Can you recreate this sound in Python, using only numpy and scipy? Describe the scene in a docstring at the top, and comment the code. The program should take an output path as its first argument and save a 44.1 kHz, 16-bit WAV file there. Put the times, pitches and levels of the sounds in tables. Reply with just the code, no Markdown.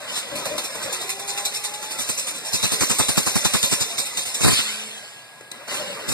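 """A wire spiral slaps in the steel trough of a chain-link fence machine, close up, eleven times a second,
thrown by the spinning blade that winds it. Each slap is a burst of tiny collisions that ring wire and
trough and thump the frame. Underneath, wire scrapes, gears whir, the frame groans and a servo whines as
it moves the guide fork. The cutter shears the wire, the mesh shivers out, a latch ticks twice and the
drive starts again, all over the hum of the hall."""
import sys
import numpy as np
from scipy import signal
from scipy.fft import rfft, irfft, next_fast_len
from scipy.io import wavfile

SR = 44100
rng = np.random.default_rng(int(sys.argv[2]) if len(sys.argv) > 2 else 0)


def to_wav(s):
    """Save 16-bit WAV."""
    ch = np.atleast_2d(s).T  # columns
    pcm = np.round(np.clip(ch, -1, 1) * 32767)  # PCM
    wavfile.write(sys.argv[1], SR, pcm.astype(np.int16))


N = 270328

# The blade throws one slap a turn. 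Each row: start in seconds, contact length in seconds,
# then the relative levels in dB of wire jangle, trough clatter and frame thump.
SLAPS = [(0.353, 0.011, -28.5, -43, -52), (0.382, 0.0083, -32, -30.5, -52),
         (0.453, 0.0059, -25.5, -25, -46), (0.579, .004, -23.5, -36, -49), (0.639, 0.0074, -25.5, -34, -50),
         (0.748, .005, -33.5, -28, -47), (0.826, 0.01, -27.5, -38, -55), (0.925, .008, -24.5, -47, -60),
         (1.008, 0.017, -30, -32.5, -54), (1.092, 0.011, -22.5, -38, -62), (1.191, 0.01, -31.5, -36, -62),
         (1.277, 0.025, -27, -43, -63), (1.371, 0.01, -26.5, -37, -59), (1.45, 0.011, -22, -38, -66),
         (1.541, 0.022, -23.5, -59, -57), (1.637, 0.019, -26, -38, -49), (1.736, .008, -30.5, -38, -59),
         (1.824, 0.024, -31.5, -37.5, -64), (1.906, 0.011, -28, -35, -58), (1.985, 0.026, -23.5, -36, -34),
         (2.088, 0.0074, -21, -32.5, -26), (2.175, 0.019, -25, -38, -63), (2.268, 0.028, -26.5, -38, -48),
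         (2.346, 0.035, -34, -53, -62), (2.448, 0.036, -31, -54, -66), (2.53, 0.02, -20.5, -35, -23),
         (2.627, 0.028, -19.5, -27.5, -22.5), (2.715, 0.023, -20.5, -28, -23),
         (2.806, 0.017, -17, -20.5, -20.5), (2.895, 0.022, -20, -23.5, -21),
         (2.984, 0.029, -18.5, -22, -19.5), (3.083, 0.01, -20, -24, -15.5),
         (3.17, 0.013, -17.5, -20, -12.5), (3.261, 0.015, -18.5, -20.5, -22),
         (3.352, 0.015, -18.5, -23, -16), (3.445, 0.011, -18, -21, -16),
         (3.534, 0.018, -18.5, -22.5, -18.5), (3.627, .017, -19, -27.5, -24), (3.712, 0.026, -20, -26, -22),
         (3.804, 0.013, -19.5, -29, -23.5), (3.892, 0.015, -33, -46, -62), (3.98, 0.018, -21, -31, -32),
         (4.05, 0.029, -29, -48, -63), (4.17, 0.019, -21, -33.5, -33), (4.255, 0.018, -27, -51, -70),
         (4.341, 0.012, -24.5, -36.5, -58)]
# Jolts of the starting drive and blows of the cutter. 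Each row reads like a slap.
JOLTS = [(0.113, 0.037, -35.5, -39, -58), (0.152, 0.024, -27, -33.5, -63), (0.173, 0.0054, -26.5, -32, -57),
         (4.403, 0.028, -22.5, -34, -36), (4.431, 0.055, -18.5, -25.5, -16),
         (4.507, 0.029, -19.5, -30, -28), (4.579, 0.023, -25, -45, -36), (5.675, 0.0056, -38, -28.5, -46),
         (5.706, 0.042, -37, -33, -47), (5.741, 0.021, -30, -39, -45), (6.076, 0.013, -35, -37, -24),
         (6.086, 0.039, -24.5, -42, -28)]
def slaps():
    """Every slap or jolt lands as a bright snap, a wire jangle and a trough clatter."""
    start, length, wire_db, trough_db, _ = np.transpose(SLAPS + JOLTS)
    jangle = from_db(-1.16) * wire_jangle(start, length, wire_db)
    clatter = from_db(-2.27) * trough_clatter(start, length, trough_db)
    return snap(start, length, wire_db) + jangle + clatter


# The wire's bright crackle. Each row: frequency in Hz, relative level in dB.
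WIRE_SPECTRUM = [(1500, -19), (2500, 0), (3100, -3.5), (3700, 0.5), (4200, -2.5), (4800, -3), (5400, -3.5),
                 (6300, 0), (7200, -3), (8400, -1.5), (9500, -4.5), (11000, -8), (12500, -9),
                 (15200, -16.5)]
# The wire's ringing partials. Each row: frequency in Hz, relative level in dB.
WIRE_MODES = [(3553, 4.5), (3892, 3), (3941, -3), (4170, 3), (4377, -0.5), (4470, -2.5), (4533, -12.5),
              (5088, 1), (5405, -1.5), (5556, 2), (5739, 3), (7146, 2), (7364, -4), (7718, -7), (8036, -4),
              (8253, -1), (8413, 3), (9033, -2), (9186, 2)]
def wire_jangle(start, length, db, lead_in_s=0.022, lead_in_db=-9.5):
    """A faint hiss swells just before each slap's burst of collisions, which sets the wire ringing."""
    lead_in = blows(start - lead_in_s, np.full_like(start, lead_in_s), db + lead_in_db,
                    rise=lead_in_s, t60=0.042)
    landing = blows(start, length, db, rise=0.00094, t60=0.18)
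    force = np.hypot(lead_in, landing) * contacts(per_s=2400, spread_db=4.5)
    jangle = steel(feeding(force, t60=0.027), WIRE_SPECTRUM, WIRE_MODES, modes_t60=0.066, modes_db=-6.5)
    return ring_on(jangle, t60=0.97, wet_db=-14.5)


# The trough's midrange body. Each row: frequency in Hz, relative level in dB.
TROUGH_SPECTRUM = [(60, -20), (150, -8.5), (300, -2), (500, -2), (800, 0.5), (1200, 0), (1900, -5.5),
                   (2600, -22), (4000, -13)]
# The trough's ringing partials. Each row: frequency in Hz, relative level in dB.
TROUGH_MODES = [(797, -4), (1023, 3.5), (1335, -8.5), (1561, -5), (1830, 2), (1992, 2), (2132, 0),
                (2369, 2), (2455, 2), (2713, 4)]
def trough_clatter(start, length, db):
    """The steel trough rattles under the coils and rings with each hard clack."""
    rattling = blows(start, length, db, rise=0.0064, t60=0.1) * contacts(per_s=1800, spread_db=3.5)
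    clacking, _ = clacks()
    force = rattling + clacking * contacts(per_s=6000, spread_db=3)
    clatter = steel(force, TROUGH_SPECTRUM, TROUGH_MODES, modes_t60=0.15, modes_db=-8.5)
    return ring_on(clatter, t60=0.79, wet_db=-15)


# The snap's sharp top end. Each row: frequency in Hz, relative level in dB.
SNAP_SPECTRUM = [(2500, -31), (3200, -11), (4200, 2), (6300, -11), (8400, 10.5), (10500, -26), (12500, -9),
                 (15000, 3.5)]
def snap(start, length, wire_db, snap_db=-9.5):
    """A dry, bright snap while steel touches steel."""
    touching = blows(start, length, wire_db + snap_db, rise=0.0011, t60=0.1)
    return colour(touching * contacts(per_s=1400, spread_db=6), SNAP_SPECTRUM)


# Single hard clacks, crowding as the cutter bites.
# Each row: start in seconds, then the relative levels in dB of trough clatter and frame thump.
CLACKS = [(0.579, -25, -46), (2.095, -24, -26), (2.831, -18, -18), (2.998, -17.5, -26), (3.452, -16.5, -26),
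          (3.549, -17, -16.5), (3.724, -22.5, -24), (4.408, -27.5, -22), (4.433, -21, -25),
          (4.445, -17.5, -12), (4.459, -18.5, -19), (4.473, -20, -22), (4.48, -15.5, -19),
          (4.495, -20, -12), (4.515, -22, -16), (4.53, -28.5, -20), (4.59, -30, -22.5), (6.119, -25, -28)]
def clacks():
    """Steel strikes the trough hard: the force on the trough and the force on the frame."""
    start, trough_db, thump_db = np.transpose(CLACKS)
    length = np.full_like(start, 0.0023)
    return [blows(start, length, db, rise=0.001, t60=0.046) for db in (trough_db, thump_db)]


# The frame's low thud. Each row: frequency in Hz, relative level in dB.
THUMP_SPECTRUM = [(25, -24), (60, -7), (100, -2), (150, -1.5), (220, -0.5), (320, -7), (600, -12.5),
                  (1000, -20), (2000, -59)]
def thumps(opposite=0.92):
    """Hard blows shake the frame; the thud reaches the two microphone ports in nearly opposite phase."""
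    start, length, _, _, db = np.transpose(SLAPS + JOLTS)
    _, clacking = clacks()
    force = np.hypot(blows(start, length, db, rise=0.013, t60=0.07), clacking)
    side, mid = from_db(-0.4) * colour(force * contacts(per_s=4000, spread_db=3), THUMP_SPECTRUM)
    return np.sqrt((1 + opposite) / 2) * np.array([-side, side]) + np.sqrt((1 - opposite) / 2) * mid


# Partials of the sheared wire ends. Each row: frequency in Hz, relative level in dB.
CUT_MODES = [(4229, -1), (4410, 0), (4460, 2), (4620, -9), (7638, -8), (7792, -7), (8786, -12), (8997, 3)]
def cut_ends():
    """The two wire ends spring apart at the cut and ring, beating and buzzing against the guides."""
    ringing = sum(from_db(db) * tone(hz, unsteady=1.8, flutter_hz=35) for hz, db in CUT_MODES)
    return blows(starts=[4.462], lengths=[0.095], levels_db=[-27.5], rise=0.017, t60=0.4) * rms_one(ringing)


# Shakes of the mesh. 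Each row: start in seconds, length in seconds, level in dB.
SHIVERS = [(0.063, 0.019, -32.5), (4.478, 0.095, -23), (4.95, 0.02, -48), (5.675, 0.059, -30)]
# The mesh's metallic hiss. Each row: frequency in Hz, relative level in dB.
MESH_SPECTRUM = [(300, -29), (700, -15), (1400, -2), (2400, 0.5), (3100, 9.5), (3700, 3), (4400, 3),
                 (5300, 0), (6300, -4.5), (7400, 0.5), (8500, -3.5), (10500, -6), (12500, -16),
                 (15000, -35)]
def mesh():
    """The many links of the shaken mesh shiver against each other and die away as an even hiss."""
    shivering = blows(*np.transpose(SHIVERS), rise=0.028, t60=1.58) * contacts(per_s=4500, spread_db=2)
    return colour(feeding(shivering, t60=0.019), MESH_SPECTRUM)


# How loud the sliding wire scrapes. Each row: time in seconds, level at full speed in dB.
SCRAPE_LEVEL = [(0, -42), (.25, -46), (.4, -40), (1.0, -36), (1.17, -40.5), (1.35, -36.5), (1.8, -39.5),
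                (2.15, -33), (2.42, -39.5), (2.6, -31.5), (2.9, -29.5), (3.6, -29), (3.93, -34.5),
                (4.13, -37), (4.3, -33.5), (4.7, -36.5), (5.9, -50)]
def wire_scrape():
    """Wire scrapes along its guides and comes to rest after the cut."""
    speed = motion(stop_s=4.71, coast_db_per_s=35)
    rubbing = speed ** 2 * from_db(in_time(SCRAPE_LEVEL)[0]) * contacts(per_s=1800, spread_db=3)
    return steel(feeding(rubbing, t60=0.041), WIRE_SPECTRUM, WIRE_MODES, modes_t60=0.083, modes_db=-5.5)


# How hard the drive works. Each row: time in seconds, level at full speed in dB.
DRIVE_EFFORT = [(0, -36.5), (.27, -37), (.38, -32.5), (.56, -31.5), (.66, -35.5), (.92, -31), (1.16, -39.5),
                (1.4, -33.5), (1.57, -39.5), (2.4, -37.5), (3.0, -35), (3.5, -34), (4.1, -38.5),
                (5.7, -31.5), (5.85, -35), (6.1, -34)]
# The drive's whir. Each row: frequency in Hz, relative level in dB.
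DRIVE_SPECTRUM = [(30, -44), (60, -28), (120, -17.5), (200, -7.5), (350, -7), (570, 3.5), (800, -3),
                  (1200, -3), (1800, -5), (2600, -8.5), (4000, -10), (8000, -22)]
def gears():
    """The gears whir and faintly rattle the trough until they are braked at the cut."""
    speed = motion(stop_s=4.465, coast_db_per_s=21)
    meshing = speed * from_db(in_time(DRIVE_EFFORT)[0]) * contacts(per_s=5000, spread_db=4)
    return steel(feeding(meshing, t60=0.05), DRIVE_SPECTRUM, TROUGH_MODES, modes_t60=0.1, modes_db=-9.5)


# Groans of the frame. Each row: start in seconds, length in seconds, pitch in Hz, level in dB.
GROANS = [(0.309, 0.051, 563, -30), (0.373, 0.032, 609, -39), (0.401, 0.013, 563.7, -35),
          (0.449, 0.026, 565, -29), (0.503, 0.047, 603.5, -30), (0.757, 0.028, 579.3, -40),
          (0.832, 0.025, 551, -32.5), (5.777, 0.051, 603.4, -34.5), (5.859, 0.056, 575, -36.5),
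          (5.968, 0.034, 558, -41)]
# Other frame resonances that join in. Each row: frequency in Hz, level against the groan in dB.
FRAME_MODES = [(135, -16), (215, -15.5), (310, -12.5), (1029, -16)]
def frame_groans():
    """The loaded frame groans in short rough bursts, at a slightly different pitch each time."""
    start, length, hz, db = np.transpose(GROANS)
    pitch = np.interp(np.arange(N) / SR, start + length / 2, hz)
    resonances = sum(from_db(mode_db) * tone(mode_hz, unsteady=4.7, flutter_hz=44.5)
                     for mode_hz, mode_db in FRAME_MODES)
    groan = tone(pitch, unsteady=0.59, flutter_hz=45.5) + resonances
    return blows(start, length, db, rise=0.02, t60=0.28) * groan


# The servo's rising whine. Each row: time in seconds, pitch in Hz, level in dB.
SERVO_WHINE = [(.9, 735, -66), (1.03, 747, -42), (1.2, 800, -43), (1.44, 812, -35), (1.51, 824, -48),
               (1.75, 836, -38), (1.97, 871, -41.5), (2.06, 894, -68)]
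def servo():
    """A fluttering whine over a rough lower octave that is strongest as the fork starts to move."""
    hz, db = in_time(SERVO_WHINE)
    whine = from_db(db) * tone(hz, unsteady=0.31, flutter_hz=32)
    load = blows(starts=[0.89], lengths=[0.42], levels_db=[-46], rise=0.042, t60=3.6)
    return whine + load * tone(hz / 2, unsteady=0.5)


def brake(hum_hz=216.4, whistle_hz=1646):
    """The drive hums as it brakes after the cut, then whistles thinly while it is held."""
    braking = blows(starts=[4.45], lengths=[0.42], levels_db=[-48], rise=0.039, t60=0.63)
    hum = tone(hum_hz, unsteady=0.15) + from_db(-3) * tone(2 * hum_hz, unsteady=0.15)
    holding = blows(starts=[4.92], lengths=[0.72], levels_db=[-51.5], rise=0.037, t60=0.42)
    return braking * hum + holding * tone(whistle_hz, unsteady=0.21)


# The latch's two ticks. Each row: start in seconds, length in seconds, click and knock levels in dB.
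LATCH_TICKS = [(5.408, 0.002, -49, -37.5), (5.514, 0.0046, -32.5, -40)]
# The ping in the click. Each row: frequency in Hz, relative level in dB.
LATCH_MODES = [(1950, -6), (3900, 10), (8300, 5), (8870, 6)]
# The dull body of the knock. Each row: frequency in Hz, relative level in dB.
KNOCK_SPECTRUM = [(60, -11), (200, -1), (420, 3), (700, -7), (1200, -7), (2600, -13), (4000, -20)]
def latch():
    """The latch lets go: a dull knock, then a bright click with a brief ping."""
    start, length, click_db, knock_db = np.transpose(LATCH_TICKS)
    grit = rng.standard_normal((2, N))
    strike = blows(start, length, click_db, rise=0.0018, t60=0.017) * grit
    click = steel(strike, WIRE_SPECTRUM, LATCH_MODES, modes_t60=0.022, modes_db=1)
    knock = colour(blows(start, length, knock_db, rise=0.0012, t60=0.05) * grit, KNOCK_SPECTRUM)
    return ring_on(click, t60=0.54, wet_db=-7) + ring_on(knock, t60=0.8, wet_db=-4)


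# Room tone. Each row: frequency in Hz, relative level in dB.
HALL_SPECTRUM = [(25, -24), (60, -28), (120, 4.5), (220, -3.5), (400, -4), (700, 5.5), (1500, -4),
                 (2500, 0.5), (4300, -4.5), (6300, -17.5), (8400, -4.5), (11000, -13.5), (15000, -16)]
def hall():
    """The hall hums: a quiet, steady bed of noise."""
    return from_db(-47) * colour(rng.standard_normal((2, N)), HALL_SPECTRUM)


# How alike the two ports sound. Each row: frequency in Hz, in-phase share, quadrature share.
PORT_LIKENESS = [(70, 0.42, -0.15), (172, 0.35, 0.6), (285, 0.73, -0.37), (670, 0.48, -0.41),
                 (1090, 0.69, -0.1), (1850, 0.93, -0.0015), (2174, 0.22, -0.29), (2590, -0.54, 0.64),
                 (2700, -0.76, -0.25), (3485, -2.1, 0.45), (3420, -0.77, -1.35), (3715, -0.35, 0.63),
                 (4230, 0.7, -0.29), (5000, 0.71, 0.6), (5590, -0.05, -0.89), (6330, -0.88, -0.33),
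                 (7480, 0.2, -1.1), (8830, 0.45, 1), (9560, -0.23, -0.28), (11400, -0.2, -1.3),
                 (12300, 0.92, 0.16), (13200, -0.68, 0.15), (14600, -0.83, 0.57)]
# The right port faces the wire. Each row: frequency in Hz, level over the left in dB.
RIGHT_PORT_EQ = [(100, 1), (600, -2.5), (2000, 0.5), (4000, -0.5), (6500, 1), (8500, 3), (10500, 2.5),
                 (12500, -0.5)]
def microphone(paths):
    """Two sound paths become stereo at two ports that agree or oppose by frequency."""
    left, other = paths
    size = next_fast_len(N + 4096)
    bins = np.fft.rfftfreq(size, 1 / SR)
    hz, in_phase, quadrature = np.transpose(PORT_LIKENESS)
    alike = np.interp(bins, hz, in_phase + 1j * quadrature)
    alike = alike / np.maximum(np.abs(alike), 1)
    apart = np.sqrt(np.maximum(1 - np.abs(alike) ** 2, 0))
    right_gain = from_db(np.interp(bins, *np.transpose(RIGHT_PORT_EQ)))
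    right = irfft(right_gain * (alike * rfft(left, size) + apart * rfft(other, size)), size)[:N]
    return np.array([left, right])


def motion(stop_s, coast_db_per_s, idle_s=5.52, idle_db=-10, restart_s=5.708, spin_up_db_per_s=380):
    """Speed of a driven part, 0 to 1: it runs, coasts down, idles once the latch lets go, then spins up."""
    t = np.arange(N) / SR
    speed_db = np.maximum(coast_db_per_s * (stop_s - t), spin_up_db_per_s * (t - restart_s))
    return np.maximum(from_db(np.minimum(speed_db, 0)), from_db(idle_db) * (t > idle_s))


def blows(starts, lengths, levels_db, rise, t60):
    """Force of a row of blows or pushes: each builds up, holds and dies. Times are in seconds."""
    power = np.zeros(N)
    for start, length, db in zip(starts, lengths, levels_db):
        at = np.arange(max(int(start * SR), 0), min(int((start + length + t60) * SR), N))
        age = np.maximum(at / SR - start, 0)
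        attack = np.minimum(age / rise, 1)
        power[at] += (attack * from_db(db - 60 * np.maximum(age - length, 0) / t60)) ** 2
    return np.sqrt(power)


def contacts(per_s, spread_db):
    """Tiny random collisions of uneven size along two sound paths; rms 1."""
    born = rng.random((2, N)) < per_s / SR
    size, sign = rng.standard_normal((2, N))[:, :min(born.sum(), N)]
    clicks = np.zeros((2, N))
    np.place(clicks, born, np.sign(sign) * from_db(spread_db * np.clip(size, -2, 2)))
    return rms_one(clicks)


def steel(force, spectrum, modes, modes_t60, modes_db):
    """A steel part: a broad crackle with partials that sing above it."""
    age = np.arange(SR // 2) / SR
    partials = sum(from_db(db) * np.sin(2 * np.pi * (hz * age + rng.random((2, 1)))) for hz, db in modes)
    response = unit_energy(partials * from_db(-60 * age / modes_t60))
    ringing = signal.fftconvolve(force, response, axes=-1)[:, :N]
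    return colour(force, spectrum) + from_db(modes_db) * ringing


def feeding(force, t60, hop=2048):
    """The wire keeps moving, so its fine pattern of resonances is new every few hundredths of a second."""
    age = np.arange(hop) / SR
    window = np.sqrt(signal.get_window("hann", 2 * hop))
    padded = np.pad(force, ((0, 0), (hop, 3 * hop)))
    out = np.zeros_like(padded)
    for i in range(0, N + hop, hop):
        response = unit_energy(rng.standard_normal((1, hop)) * from_db(-60 * age / t60))
        grain = padded[:, i:i + 2 * hop] * window
        out[:, i:i + 3 * hop - 1] += signal.fftconvolve(grain, response, axes=-1)
    return out[:, hop:hop + N]


def ring_on(x, t60, wet_db, lowest_hz=231):
    """Countless close modes of mesh, frame and hall keep a sound going, all but its bass."""
    age = np.arange(int(1.5 * SR)) / SR
    low_cut = signal.butter(4, lowest_hz, "high", fs=SR, output="sos")
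    modes = signal.sosfilt(low_cut, rng.standard_normal((2, len(age))))
    response = from_db(wet_db) * unit_energy(modes * from_db(-60 * age / t60))
    return x + signal.fftconvolve(x, response, axes=-1)[:, :N]


def tone(hz, unsteady, flutter_hz=25):
    """A machine tone that flutters in level and phase; rms 1."""
    slow = signal.sosfilt(signal.butter(2, flutter_hz, fs=SR, output="sos"), rng.standard_normal((2, N)))
    along, across = unsteady * rms_one(slow)
    phase = 2 * np.pi * np.cumsum(hz * np.ones(N)) / SR
    return rms_one((1 + along) * np.sin(phase) + across * np.cos(phase))


def colour(x, spectrum):
    """EQ x to a spectrum, rolled off at both ends; white input keeps its power."""
    hz, db = np.transpose(spectrum)
    size = next_fast_len(x.shape[-1] + 4096)
    bins = np.maximum(np.fft.rfftfreq(size, 1 / SR), 1)
    gain = from_db(np.interp(np.log(bins), np.log(hz), db)) * bins / np.hypot(bins, 20)
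    gain = gain / np.sqrt(1 + (bins / (2 * hz[-1])) ** 4)
    return irfft(rfft(x, size) * rms_one(gain), size)[..., :x.shape[-1]]


def in_time(rows):
    """Columns of a curve table at every sample."""
    times, *columns = np.transpose(rows)
    return [np.interp(np.arange(N) / SR, times, column) for column in columns]


def from_db(db):
    """Decibels to gain."""
    return 10 ** (np.asarray(db) / 20)


def rms_one(x):
    """Scale to unit rms."""
    return x / np.sqrt(np.mean(x ** 2) + 1e-20)


def unit_energy(x):
    """Scale each channel of a response to unit energy."""
    return x / np.sqrt(np.sum(x ** 2, axis=-1, keepdims=True))


def scene():
    """The machine over the hum of the hall; the tones of motors, frame and cut wire take one path only."""
    paths = slaps() + mesh() + wire_scrape() + gears() + latch() + hall()
    paths[0] += cut_ends() + frame_groans() + servo() + brake()
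    return microphone(paths) + thumps()


def record(dry, cutoff_hz=15300):
    """A steep low-pass takes off the very top."""
    return signal.sosfilt(signal.ellip(12, 0.2, 90, cutoff_hz, fs=SR, output="sos"), dry)


dry = scene()
out = record(dry)
to_wav(out)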